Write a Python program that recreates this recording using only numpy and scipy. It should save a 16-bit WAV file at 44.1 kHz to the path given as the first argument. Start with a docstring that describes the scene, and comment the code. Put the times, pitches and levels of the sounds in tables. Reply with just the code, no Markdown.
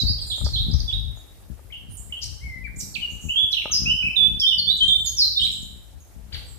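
"""Warbler in a leafy wood

A warbler sings sliding whistles with rasps and a chack; thinner calls and a twitter sound farther off.
The voices are gliding sines with faint partials, the rasps bands of noise; scatter from trunks and
leaves gives them a long tail. Leaves and far air are flickering noise. A breeze buffets two microphone
ports, the left one harder, as trains of eddy pulses; fingers on the housing ring its damped modes."""
import sys
import numpy as np
from scipy import signal
from scipy.fft import rfft, irfft
from scipy.io import wavfile
from scipy.ndimage import uniform_filter1d

SR = 44100
rng = np.random.default_rng(int(sys.argv[2]) if len(sys.argv) > 2 else 0)


def wav_out(sig):
    """Save sig, one row per channel (or a flat mono array), as 16-bit PCM at SR to the path in sys.argv[1]."""
    wavfile.write(sys.argv[1], SR, np.round(np.clip(np.atleast_2d(sig).T, -1, 1) * 32767).astype(np.int16))


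N = 290178


def from_db(db):
    """The decibel law: amplitude gain of a level in dB."""
    return 10 ** (np.asarray(db) / 20)


def rms_one(x):
    """Normalisation by energy: scales each channel to rms 1."""
    return x / np.sqrt(np.mean(x ** 2, axis=-1, keepdims=True) + 1e-20)


def in_time(rows):
    """Linear interpolation: each column of a curve, sample by sample."""
    s, *columns = np.transpose(rows)
    return [np.interp(np.arange(N) / SR, s, column) for column in columns]


def at_hz(points, hz):
    """Interpolation on the logarithmic frequency axis: reads a spectrum at hz."""
    point_hz, values = np.array(points).T[:2]
    return np.interp(np.log(hz), np.log(point_hz), values)


def band(x, low_hz, high_hz, order=2):
    """Band-pass filtering: keeps what lies between two frequencies."""
    edges = [low_hz, min(high_hz, SR / 2.1)]
    return signal.sosfilt(signal.butter(order, edges, "band", fs=SR, output="sos"), x)


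def drift(rate_hz):
    """Low-passed noise: a slow random course with rms 1."""
    step = 40   # samples between computed points
    pole = np.exp(-2 * np.pi * rate_hz * step / SR)
    noise = rng.standard_normal(N // step + 2002)
    slow = signal.lfilter([1], [1, -2 * pole, pole ** 2], noise)[2000:]   # without the settling
    return np.interp(np.arange(N) / step, np.arange(len(slow)), rms_one(slow))


def add(out, sound, s, pan_db):
    """Superposition: adds a sound at s seconds with a level difference, left over right."""
    i = max(round(s * SR), 0)
    out[:, i:i + len(sound)] += sound[:N - i] * from_db([[pan_db / 2], [-pan_db / 2]])


def leaves(patchy_db):
    """Broadband noise of leaves and far air: half-octave bands, each flickering a little."""
    # Each row: frequency in Hz, relative spectral density in dB per Hz.
    density = [(120, -18), (200, -3), (283, -0.5), (556, -4), (801, -5), (1050, -10.5), (1690, -11.5),
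               (2480, -15), (3780, -14), (4620, -16.5), (13100, -14), (14800, -20), (15800, -27.5)]
    # Each row: time in seconds, level of the whole in dB.
    course = [(0, -52), (.45, -52), (.9, -53), (1.08, -56.5), (1.2, -54), (1.85, -57), (1.97, -55),
              (2.4, -56), (2.72, -58), (2.85, -54.5), (3.2, -54.5), (4.2, -53.5), (5.3, -57), (5.95, -57),
              (6.06, -56.5), (6.29, -56.5), (6.36, -50.5), (6.58, -55.5)]
    # Each row: frequency in Hz, left-right correlation.
    likeness = [(200, 0.36), (700, 0.23), (1400, 0.0847), (15000, 0.043)]
    out = 0
    together = drift(7.5)
    edges = 110 * 2 ** np.arange(0, 7.6, .5)
    white = rng.standard_normal((2, 2, N))
    for k, (low, high) in enumerate(zip(edges, edges[1:])):
        mid, side = band(white[k % 2], low, high)   # neighbouring bands use separate noise
        hz = np.sqrt(low * high)
        alike = np.clip(at_hz(likeness, hz), -1, 1)
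        flicker_db = patchy_db * (0.2 * together + drift(24))
        gain = from_db(at_hz(density, hz) + flicker_db)
        out = out + gain * (np.sqrt(1 + alike) * mid + np.sqrt(1 - alike) * side * [[1], [-1]])
    return from_db(in_time(course)[0]) * rms_one(out)


def breeze(port, lull_db, lull_edge_db):
    """Energy addition of puffs over a lull: each strikes fast, holds and dies away, its edge sooner.

    Returns the thud level in dB and the edge level in dB relative to the thud."""
    # Puffs of breeze on a port. Each row: port, start of the hold in seconds, hold in seconds,
    # thud level in dB, edge level in dB relative to the thud.
    puffs = [("left", 0.029, 0.01, -13.5, -8.5), ("left", 0.098, 0.0059, -16, -12.5),
             ("left", 0.238, 0.02, -32.5, -40), ("left", 0.31, 0.025, -38, -28),
             ("left", 0.421, 0.033, -19, -16), ("left", 0.493, 0.068, -23, -30),
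             ("left", 0.606, 0.0056, -16.5, -41), ("left", 0.421, .015, -19, -32),
             ("left", .69, 0.0061, -24.5, 8.8), ("left", 0.734, 0.011, -12, -39),
             ("left", 0.796, 0.06, -24, -18), ("left", 0.937, 0.016, -20.5, -40),
             ("left", 0.98, 0.11, -25.5, -39), ("left", 0.95, 0.21, -37, -28),
             ("left", 1.5, 0.0072, -31.5, 1.5), ("left", 1.503, 0.0025, -27, -30),
             ("left", 1.65, 0.016, -39, -30), ("left", 1.83, 0.12, -41.5, -0.35),
             ("left", 2.0, 0.12, -39, -8.5), ("left", 2.21, .05, -36, -22), ("left", 2.27, 0.066, -32, -40),
             ("left", 2.43, 0.051, -28, -16), ("left", 2.56, 0.15, -34, -6),
             ("left", 2.76, 0.023, -30.5, -5.5), ("left", 2.83, 0.062, -39.5, 0.86),
             ("left", 2.98, 0.029, -39.5, 0.33), ("left", 3.12, 0.042, -33, -3.5),
             ("left", 3.24, 0.048, -31, -3), ("left", 3.435, 0.015, -32, -3.5),
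             ("left", 3.71, 0.049, -35, -5.5), ("left", 3.8, 0.15, -29, -0.58),
             ("left", 4.035, 0.056, -30, -0.92), ("left", 4.2, 0.19, -32.5, -0.76),
             ("left", 4.58, 0.18, -36, -1.8), ("left", 4.82, 0.093, -36, -1.5),
             ("left", 4.97, 0.097, -33, -12.5), ("left", 6.8, 0.011, -38, -24),
             ("left", 5.14, 0.19, -38, -38), ("left", 5.41, 0.045, -34, -5),
             ("left", 5.46, 0.19, -38, -3.5), ("left", 5.625, 0.17, -41, -2.5),
             ("left", 5.94, 0.023, -36.5, -16.5), ("left", 6.16, 0.134, -42, -4),
             ("left", 6.33, 0.076, -33.5, -33), ("left", 6.48, 0.11, -39, -20),
             ("right", 0.14, 0.079, -31, -36), ("right", 0.273, .1, -37.5, -31),
             ("right", 0.44, 0.022, -23, -36), ("right", 0.536, 0.13, -29, -39),
             ("right", 0.643, 0.022, -23.5, -20), ("right", 0.76, 0.13, -35, -19),
             ("right", 0.956, 0.15, -39, -12), ("right", 1.9, 0.031, -32.5, -36),
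             ("right", 2.41, 0.091, -33.5, -25), ("right", 2.7, .4, -43.5, -1.5),
             ("right", 4.5, 0.086, -41.5, -13), ("right", 5.11, 0.048, -36.5, -20),
             ("right", 5.61, 0.02, -35, -27), ("right", 6.435, 0.018, -39, -27)]
    rise_db_per_s, thud_fall_db_per_s, edge_fall_db_per_s = 900, 297, 705.5
    rows = np.array([row[1:] for row in puffs if row[0] == port])
    s, hold, db, edge_db = rows.T[:, :, None]
    t = np.arange(0, N / SR + .002, .002)
    struck_db = db - rise_db_per_s * np.maximum(s - t, 0)
    after = np.maximum(t - s - hold, 0)
    thud_puffs = from_db(struck_db - thud_fall_db_per_s * after)
    edge_puffs = from_db(struck_db + edge_db - edge_fall_db_per_s * after)
    thud = np.sum(thud_puffs ** 2, axis=0) + from_db(lull_db) ** 2
    edge = np.sum(edge_puffs ** 2, axis=0) + from_db(lull_db + lull_edge_db) ** 2
    return in_time(np.transpose([t, 10 * np.log10(thud), 10 * np.log10(edge / thud)]))


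def buffeting(thud_db, edge_db, rumble_db=-6):
    """Near-periodic eddy shedding: each eddy a low thud with a sharper edge, over formless rumble."""
    eddies_per_s, jitter, spread_db = 62, .2, 2.5   # jitter: spread of the log interval
    draws = rng.standard_normal((600, 2))
    at = (np.cumsum(np.exp(jitter * draws[:, 0])) / eddies_per_s * SR).astype(int)
    pulses = np.full(N, 1e-18)
    pulses[at[at < N]] = from_db(spread_db * draws[at < N, 1])
    thud = rms_one(band(pulses, 31.7, 106.5, order=3))
    rumble = rms_one(band(rng.standard_normal(N), 35, 60.5))
    softened = signal.lfilter([1], [1, -.97], pulses)
    edge = rms_one(signal.lfilter([1], [1, -.95], band(softened, 83.3, 214.5)))
    return from_db(thud_db) * (thud + from_db(rumble_db) * rumble + from_db(edge_db) * edge)


def knocks():
    """Modal excitation: each touch strikes all housing modes unequally; the grip damps the ring."""
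    # Fingers on the housing. Each row: start in seconds, strike level in dB, left-right difference
    # in dB, share of the free ring time.
    touches = [(0.381, -37.5, 9, 1), (0.413, -36.5, 9, 0.99), (0.462, -30.5, 20, 0.19),
               (0.467, -26, 5, 0.84), (0.488, -31, 9, 0.3), (0.74, -39.5, 1.0, 1), (1.173, -42.5, 15, 0.34),
               (1.593, -44, 11, 1), (3.354, -34.5, 12.5, 0.13), (3.657, -20.5, 5.5, 0.94),
               (3.678, -36, 9, 0.9), (3.698, -28.5, -5, 0.25)]
    # Modes of the housing. Each row: frequency in Hz, relative level in dB, free 60 dB decay in seconds.
    modes = [(302, -8.5, 0.009), (589, 0.5, 0.016), (850, -6.5, 0.024), (1222, -11.5, 0.046),
             (1435, -39, 0.039)]
    out = np.zeros((2, N))
    t = np.arange(SR // 8) / SR
    strength_db = 1.5 * rng.standard_normal((len(touches), len(modes)))
    contact = 1 - np.exp(-t / .00025)   # a fingertip is soft
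    for (s, db, pan_db, freedom), own_db in zip(touches, strength_db):
        ring = 0
        for (hz, level_db, t60), extra_db in zip(modes, own_db):
            decay = from_db(level_db + extra_db - 60 * t / (freedom * t60))
            ring = ring + decay * np.sin(2 * np.pi * hz * t)
        add(out, from_db(db) * contact * ring, s, pan_db)
    return out


def whistle(rows, burr, second_db=-60, third_db=-60, fade_s=0.00347, slur_s=0.00072):
    """Frequency modulation: a gliding sine and two partials; pitch slurs and trembles by share burr."""
    # What the open beak does to overtones. Each row: frequency in Hz, gain in dB.
    beak = [(4400, 13.5), (6500, -1), (8000, -3), (10500, 6), (12000, 15), (14000, 12.5), (16000, -4)]
    s, hz, db = np.transpose(rows)
    t = s[0] + np.arange(round((s[-1] - s[0] + fade_s) * SR)) / SR
    noise = rng.standard_normal(SR // 2)
    tremble = rms_one(signal.lfilter([1], [1, -1.9, .9025], noise))[-len(t):]
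    slurred = uniform_filter1d(np.interp(t, s, hz), max(round(slur_s * SR), 1))
    pitch = slurred * (1 + burr * tremble)
    phase = 2 * np.pi * np.cumsum(pitch) / SR
    tone = np.sin(phase)
    for k, partial_db in ((2, second_db), (3, third_db)):
        tone = tone + from_db(partial_db + at_hz(beak, k * pitch)) * np.sin(k * phase)
    to_end = np.minimum(t - t[0], t[-1] - t)
    fade = np.sin(np.pi / 2 * np.clip(to_end / fade_s, 0, 1)) ** 2
    return np.sqrt(2) * from_db(np.interp(t, s, db)) * fade * tone


def creak():
    """Frequency-modulated roughness: a faint trembling tone that creeps upward after a knock."""
    # Each row: time in seconds, pitch in Hz, level in dB.
    path = [(3.699, 1250, -48), (3.779, 1260, -72), (3.904, 1366, -58.5), (3.971, 1495, -74),
            (4.028, 1444, -60), (4.15, 1590, -81)]
    out = np.zeros((2, N))
    add(out, whistle(path, burr=0.081), path[0][0], pan_db=15.5)
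    return out


def wood(x, direct_db, scatter_db, spread):
    """Multiple scattering: direct sound plus a dense tail that swells, then decays band by band."""
    # Each row: frequency in Hz, 60 dB decay in seconds.
    decay_s = [(1500, 0.56), (3000, 0.67), (6000, 0.67), (12000, 0.8)]
    rise_s, alike, port_lag_s = 0.0052, 0.031, 0.00012   # alike: left-right correlation of the scatter
    trunks_db, trunks_t60_s = -2, 0.21
    t = np.arange(round(1.3 * SR)) / SR
    shared, own = rng.standard_normal((2, len(t)))
    noise = np.sqrt(1 + alike) * shared + np.sqrt(1 - alike) * own * [[1], [-1]]
    edges = 900 * 2 ** np.arange(0, 4.6, .5)
    tail = 0
    for low, high in zip(edges, edges[1:]):
        t60 = at_hz(decay_s, np.sqrt(low * high))
        tail = tail + band(noise, low, high) * from_db(-60 * t / t60)
    near_trunks = from_db(trunks_db - 60 * t / trunks_t60_s)   # the closest trunks return more, and early
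    tail = tail * (1 + near_trunks) * (1 - np.exp(-t / rise_s))
    tail = tail / np.sqrt(np.sum(tail ** 2, axis=1, keepdims=True))
    share = np.clip(spread, 0, 1)
    mixed = np.sqrt((1 - share) + share / 2) * x + np.sqrt(share / 2) * x[::-1]   # from both sides
    scatter = signal.fftconvolve(mixed, tail, axes=1)[:, :N]
    left, right = from_db(direct_db) * x + from_db(scatter_db) * scatter
    # a linear phase delays the right port
    lag = np.exp(-2j * np.pi * np.fft.rfftfreq(N, 1 / SR) * port_lag_s)
    return np.array([left, irfft(rfft(right) * lag, N)])


def airy(song, air_db):
    """Turbulence noise: air rushing through the syrinx hisses in step with the song's loudness."""
    loudness = uniform_filter1d(np.abs(song), SR // 300, axis=1)
    hiss = rms_one(band(rng.standard_normal(N), 7500, 14500))
    return song + from_db(air_db) * loudness * hiss


def shaped(glide, db, swell, fade):
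    """Amplitude envelope of a glide: swell, hold, fade, and weaker where the pitch dips low."""
    swell_db, fade_db = 18.5, 17   # depth below the note's level at its start and end
    weak_below_hz, weak_db_per_octave = 3650, 5.5
    s, hz = np.transpose(glide)
    swell = np.clip(swell, 1e-3, .99)
    turns = s[0] + (s[-1] - s[0]) * np.array([0, swell, max(1 - abs(fade), swell), 1])
    at = np.unique(np.append(s, turns))
    pitch = np.interp(at, s, hz)
    octaves_under = np.maximum(np.log2(min(weak_below_hz, hz.max()) / pitch), 0)
    envelope_db = np.interp(at, turns, [swell_db, 0, 0, fade_db])
    return np.transpose([at, pitch, db - weak_db_per_octave * octaves_under - envelope_db])


def high_calls():
    """Single frequency sweeps: thin whistles, some nearly pure, some burred."""
    # Each row: start in seconds, length in seconds, first pitch in Hz, last pitch in Hz, level in dB
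    # before the wood, swell share, fade share, left-right difference in dB, pitch tremble share.
    calls = [(0, 0.0085, 7070, 6140, -30, .02, .05, -3, 0.075),
             (0.203, 0.053, 8180, 8350, -57, .02, .05, -40, 0.016),
             (0.262, 0.06, 9240, 9150, -48.5, .02, 0.36, -29, 0.027),
             (0.266, 0.039, 7270, 7720, -40.5, .02, .5, -19, 0.028),
             (0.359, 0.044, 6840, 7760, -36, .02, 0.18, -7, 0.032),
             (0.363, 0.062, 8820, 9120, -45.5, .02, 0.35, -19, 0.025),
             (0.426, 0.016, 8150, 7540, -51, .02, .9, -10, .025),
             (1.161, 0.03, 6900, 6820, -51, .02, .02, -15, 0.029),
             (1.891, 0.061, 9160, 9610, -44, 0.52, .02, -25.5, 0.013),
             (1.896, 0.038, 9450, 8840, -56, .02, .02, -20, .021),
             (1.968, 0.0077, 10100, 6700, -24.5, .02, 0.98, -19, 0.007),
             (1.975, 0.017, 6650, 7570, -34, .1, .02, -7, 0.0046),
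             (2.76, 0.014, 6650, 7250, -36, .6, .02, -17, 0.026),
             (2.776, 0.042, 9310, 3760, -24.5, 0.33, 0.27, -5, 0.013),
             (3.099, 0.043, 6530, 7340, -49.5, .02, 0.12, -27.5, 0.054),
             (3.197, 0.045, 8300, 8380, -55, .02, .1, -19, .004),
             (3.207, 0.094, 6720, 7040, -39.5, .02, .05, -8, 0.048),
             (4.974, 0.035, 8160, 7250, -47, .3, .02, -27, 0.035),
             (5.041, 0.041, 11230, 11580, -49.5, .02, 0.29, -27, 0.02),
             (5.045, .025, 8600, 7860, -61, .02, .9, -8, 0.02),
             (5.401, 0.048, 7360, 7600, -43.5, .1, .02, -25, 0.087),
             (5.514, 0.043, 7390, 7420, -40, .02, .8, -29, 0.057),
             (5.617, 0.021, 7250, 6780, -30.5, .02, 0.73, 1, 0.028),
             (6.001, 0.044, 6680, 6210, -43.5, .02, 0.91, -6, 0.022),
             (6.457, 0.071, 8080, 7540, -52, .02, 0.11, -20.5, 0.039)]
    out = np.zeros((2, N))
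    for s, length, from_hz, to_hz, db, swell, fade, pan_db, burr in calls:
        glide = [(s, from_hz), (s + length, to_hz)]
        add(out, whistle(shaped(glide, db, swell, fade), burr), s, pan_db)
    return out


def twitter():
    """Two coupled sources: quick falling syllables sung with both halves of the syrinx."""
    # Each row: start in seconds, level of the upper voice in dB before the wood.
    syllables = [(4.769, -34.5), (4.827, -31.5), (4.876, -29.5)]
    length_s, drop = 0.025, 0.834   # drop: last pitch over first
    upper_hz, lower_hz, lower_db = 8570, 7250, 2.5   # lower_db: relative to the upper voice
    out = np.zeros((2, N))
    for s, db in syllables:
        for hz, voice_db in (upper_hz, db), (lower_hz, db + lower_db):
            glide = [(s, hz), (s + length_s, hz * drop)]
            sound = whistle(shaped(glide, voice_db, swell=.05, fade=0.79), burr=.004)
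            add(out, sound, s, pan_db=1.5)
    return out


def rasps():
    """Filtered noise: chaotic flutter in the throat resonance with a hissy top."""
    # Harsh scolding notes. Each row: start in seconds, length in seconds, centre in Hz, width in Hz,
    # level in dB before the wood, treble in dB relative to it, left-right difference in dB.
    notes = [(0.438, 0.015, 5670, 1300, -31, -21, -3), (2.203, 0.047, 5280, 1430, -27, -18.5, 9.5),
             (2.237, 0.0082, 5940, 4900, -30, -20, -13), (2.755, 0.015, 6700, 1490, -45.5, -9, -8),
             (2.791, 0.03, 6600, 2980, -39.5, -5.5, -22.5), (3.5, 0.035, 5520, 1185, -32.5, -9, -1.5),
             (4.389, 0.024, 5120, 695, -18, -19.5, -2), (5.053, 0.015, 4950, 1470, -33.5, -4, -12)]
    out = np.zeros((2, N))
    flutter = rng.standard_normal((len(notes), SR // 5))
    for noise, (s, length, hz, width, db, treble_db, pan_db) in zip(flutter, notes):
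        throat = rms_one(band(noise, hz - width / 2, hz + width / 2))
        top = rms_one(band(noise, 6900, 14500, order=1))
        rasp = throat + from_db(treble_db) * top
        size = round(length * SR)
        envelope = np.sin(np.pi * np.linspace(0, 1, size) ** 1.5) ** 2
        add(out, from_db(db) * rasp[-size:] * envelope, s, pan_db)
    return out


def chack():
    """Harmonic richness: a dry short note with strong overtones."""
    # Each row: time in seconds, pitch in Hz, level in dB before the wood.
    path = [(6.32, 1050, -67), (6.327, 1602, -46), (6.333, 2374, -45), (6.343, 2336, -41),
            (6.349, 1766, -41), (6.357, 1283, -50.5)]
    out = np.zeros((2, N))
    add(out, whistle(path, burr=0.0081, second_db=-2.0, third_db=-10), path[0][0], pan_db=6.0)
    return out


def warbler():
    """Nonlinear voicing: sliding whistles whose partials grow with effort, beside rasps and a chack."""
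    # A note a row. Each row: level in dB before the wood, swell share, fade share, left-right
    # difference in dB, pitch tremble share, glide as pairs of time in seconds and pitch in Hz.
    notes = [(-27.5, 0.0085, 0.98, -35.5, 0.019, [(0.0, 3994), (0.03, 3845)]),
             (-25, 0.55, 0.0071, 10, 0.053, [(0.0, 5600), (0.03, 4246)]),
             (-22, .02, 0.44, -10.5, 0.029, [(0.065, 4260), (0.09, 4710), (0.135, 4990)]),
             (-38, 0.3, 0.3, 0, 0.074, [(0.178, 3290), (0.205, 3680)]),
             (-28.5, 0.1, 0.3, -8, 0.032, [(0.214, 4940), (0.228, 4340), (0.234, 3500)]),
             (-25, 0.093, 0.21, -9.5, 0.031, [(0.297, 4040), (0.308, 4050), (0.314, 3360), (0.34, 3554),
             (0.365, 4040)]), (-31, 0.08, 0.6, -13.5, 0.048, [(0.445, 4230), (0.458, 4670), (0.495, 4460)]),
             (-23, 0.071, 0.22, -7.5, 0.0212, [(0.531, 4320), (0.552, 4050), (0.562, 3315), (0.59, 3630),
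             (0.63, 4130)]), (-25.5, 0.029, 1, -10, 0.0018, [(0.713, 5110), (0.727, 4000)]),
             (-24.5, .02, 1, -1, 0.046, [(0.734, 6400), (0.741, 4760), (0.755, 5600)]),
             (-39, .1, 0.29, 13, 0.034, [(0.793, 6200), (0.802, 6000)]),
             (-26.5, .2, 0.12, -12.5, 0.0034, [(0.8, 5560), (0.808, 4270)]),
             (-24, 0.15, 0.2, -5.5, 0.015, [(0.876, 3493), (0.908, 3324), (0.914, 2520)]),
             (-26, 0.049, 0.82, -21, 0.01, [(0.925, 3410), (0.937, 3726), (0.99, 3850)]),
             (-46, 0.19, 0.014, 2, 0.016, [(1.7, 1950), (1.715, 2550)]),
             (-34, 0.072, 0.85, 10, 0.035, [(1.72, 3510), (1.735, 2747), (1.76, 3187), (1.8, 2920)]),
             (-55.5, 0.092, .1, 8, .01, [(2.095, 1920), (2.118, 2480)]),
             (-22.5, 0.148, 1, -2, 0.024, [(2.122, 3000), (2.14, 2733)]),
             (-30, 0.46, .55, 8, 0.03, [(2.16, 3040), (2.17, 3153), (2.187, 3146)]),
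             (-45, 0.17, 0.13, 20, 0.0023, [(2.405, 2030), (2.44, 2219), (2.52, 2067), (2.62, 2007)]),
             (-32.5, 0.35, 0.67, 19.5, .002, [(2.638, 2430), (2.662, 2287), (2.68, 1514)]),
             (-27.5, 0.64, 0.12, -23.5, .002, [(2.94, 4405), (2.95, 4586), (2.957, 2775), (2.972, 2220)]),
             (-29, 0.53, 0.09, 19.5, .002, [(3.0, 3270), (3.02, 2980), (3.06, 2788)]),
             (-19, 0.16, 0.85, -0.5, .002, [(3.285, 2427), (3.3, 2940), (3.35, 3210)]),
             (-17, .05, 0.39, -10, 0.00068, [(3.355, 3087), (3.38, 3382), (3.44, 3477), (3.49, 3200)]),
             (-20, .05, 0.54, -16, 0.012, [(3.527, 4360), (3.536, 3480), (3.552, 2480)]),
             (-25, .1, 0.18, -10, 0.015, [(3.54, 4080), (3.548, 3470), (3.558, 3120)]),
             (-20.5, .15, 0.22, -9, 0.015, [(3.566, 3170), (3.591, 2566)]),
             (-26.5, .3, 0.37, 10.5, 0.01, [(3.612, 3440), (3.618, 2580), (3.626, 2080)]),
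             (-17.5, 0.13, 0.042, -0.5, 0.0012, [(3.711, 5960), (3.72, 6505), (3.735, 5290), (3.75, 4950),
             (3.772, 5072), (3.785, 5510)]), (-18.5, 0.041, 0.45, -3.5, 0.00097, [(3.853, 2470),
             (3.885, 2880), (3.92, 3018), (3.98, 3025), (4.01, 2875), (4.03, 2740)]),
             (-21, 0.014, 0.048, -4.5, 0.00089, [(4.025, 2515), (4.075, 2658), (4.09, 2350)]),
             (-22.5, 0.073, 0.038, -27.5, 0.0018, [(4.158, 3970), (4.17, 3573), (4.21, 3455),
             (4.28, 3498)]), (-16.5, 0.17, 0.1, -3.5, 0.0071, [(4.41, 3380), (4.43, 3173), (4.46, 3110)]),
             (-17, 0.1, 0.078, -16.5, 0.0018, [(4.462, 3360), (4.472, 3530), (4.487, 3620), (4.503, 3380)]),
             (-21, 0.1, 0.2, -12, 0.0047, [(4.506, 3280), (4.525, 2907), (4.552, 3196)]),
             (-27, 0.36, 0.295, -11, .004, [(4.56, 3020), (4.578, 2950)]),
             (-18.5, .02, 0.19, 11, 0.0083, [(4.581, 4860), (4.596, 4330), (4.608, 4295)]),
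             (-17.5, 0.15, 0.59, -18.5, 0.0044, [(4.668, 3473), (4.697, 3520), (4.713, 3880), (4.73, 4000),
             (4.755, 3870)]), (-15.5, 0.086, 0.55, 4, 0.00072, [(4.8, 3156), (4.835, 3109), (4.85, 3216),
             (4.9, 3127)]), (-16.5, 0.035, 0.041, -12.5, 0.0015, [(4.878, 3750), (4.9, 3514),
             (4.97, 3604)]), (-20, 0.53, 0.73, -11, 0.0022, [(5.045, 7560), (5.07, 6720), (5.11, 6320)]),
             (-32, .02, .05, 1, 0.0134, [(5.06, 4080), (5.08, 5440)]),
             (-13, 0.31, 0.28, -1.5, 0.019, [(5.165, 6030), (5.19, 5244), (5.225, 4160), (5.26, 3970)]),
             (-14, 0.51, 0.31, -6.5, 0.0025, [(5.358, 3550), (5.378, 3698), (5.395, 3770)]),
             (-16.5, 0.1, 0.3, -2.5, 0.01, [(5.393, 3480), (5.402, 2900)]),
             (-19, 0.09, 0.18, -12, 0.0043, [(5.41, 2972), (5.42, 3050), (5.438, 3550), (5.459, 4032),
             (5.464, 3090), (5.469, 2300)])]
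    # partial levels at the quiet level, and their growth in dB per dB of note level
    second_db, third_db, quiet_db, partials_follow = -41, -48.5, -28, 0.18
    out = np.zeros((2, N))
    for db, swell, fade, pan_db, burr, glide in notes:
        effort_db = partials_follow * (db - quiet_db)
        rows = shaped(glide, db, swell, fade)
        sound = whistle(rows, burr, second_db + effort_db, third_db + effort_db)
        add(out, sound, glide[0][0], pan_db)
    return out + chack() + rasps()


def scene():
    """Superposition of fields: birds heard through the wood, wind and fingers right at the ports."""
    left_wind = buffeting(*breeze("left", lull_db=-46, lull_edge_db=-15.5))
    right_wind = buffeting(*breeze("right", lull_db=-50, lull_edge_db=-23.5))
    wind = np.array([left_wind, right_wind])
    far = wood(airy(high_calls(), air_db=-10), direct_db=-12.0, scatter_db=-4.5, spread=0.037)
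    overhead = wood(twitter(), direct_db=-12.5, scatter_db=-9, spread=0.3)
    near = wood(airy(warbler(), air_db=-41), direct_db=-3.5, scatter_db=-2.0, spread=1.0)
    return leaves(patchy_db=1.52) + wind + knocks() + creak() + far + overhead + near


def record(dry):
    """Band limitation: the capsules drop the deepest bass, and the top is cut steeply."""
    thin = signal.sosfilt(signal.butter(4, 36, "high", fs=SR, output="sos"), dry)
    cutoff_hz = 16050   # 70 dB down from here upward
    return signal.sosfilt(signal.cheby2(18, 70, cutoff_hz, fs=SR, output="sos"), thin)


dry = scene()
out = record(dry)
wav_out(out)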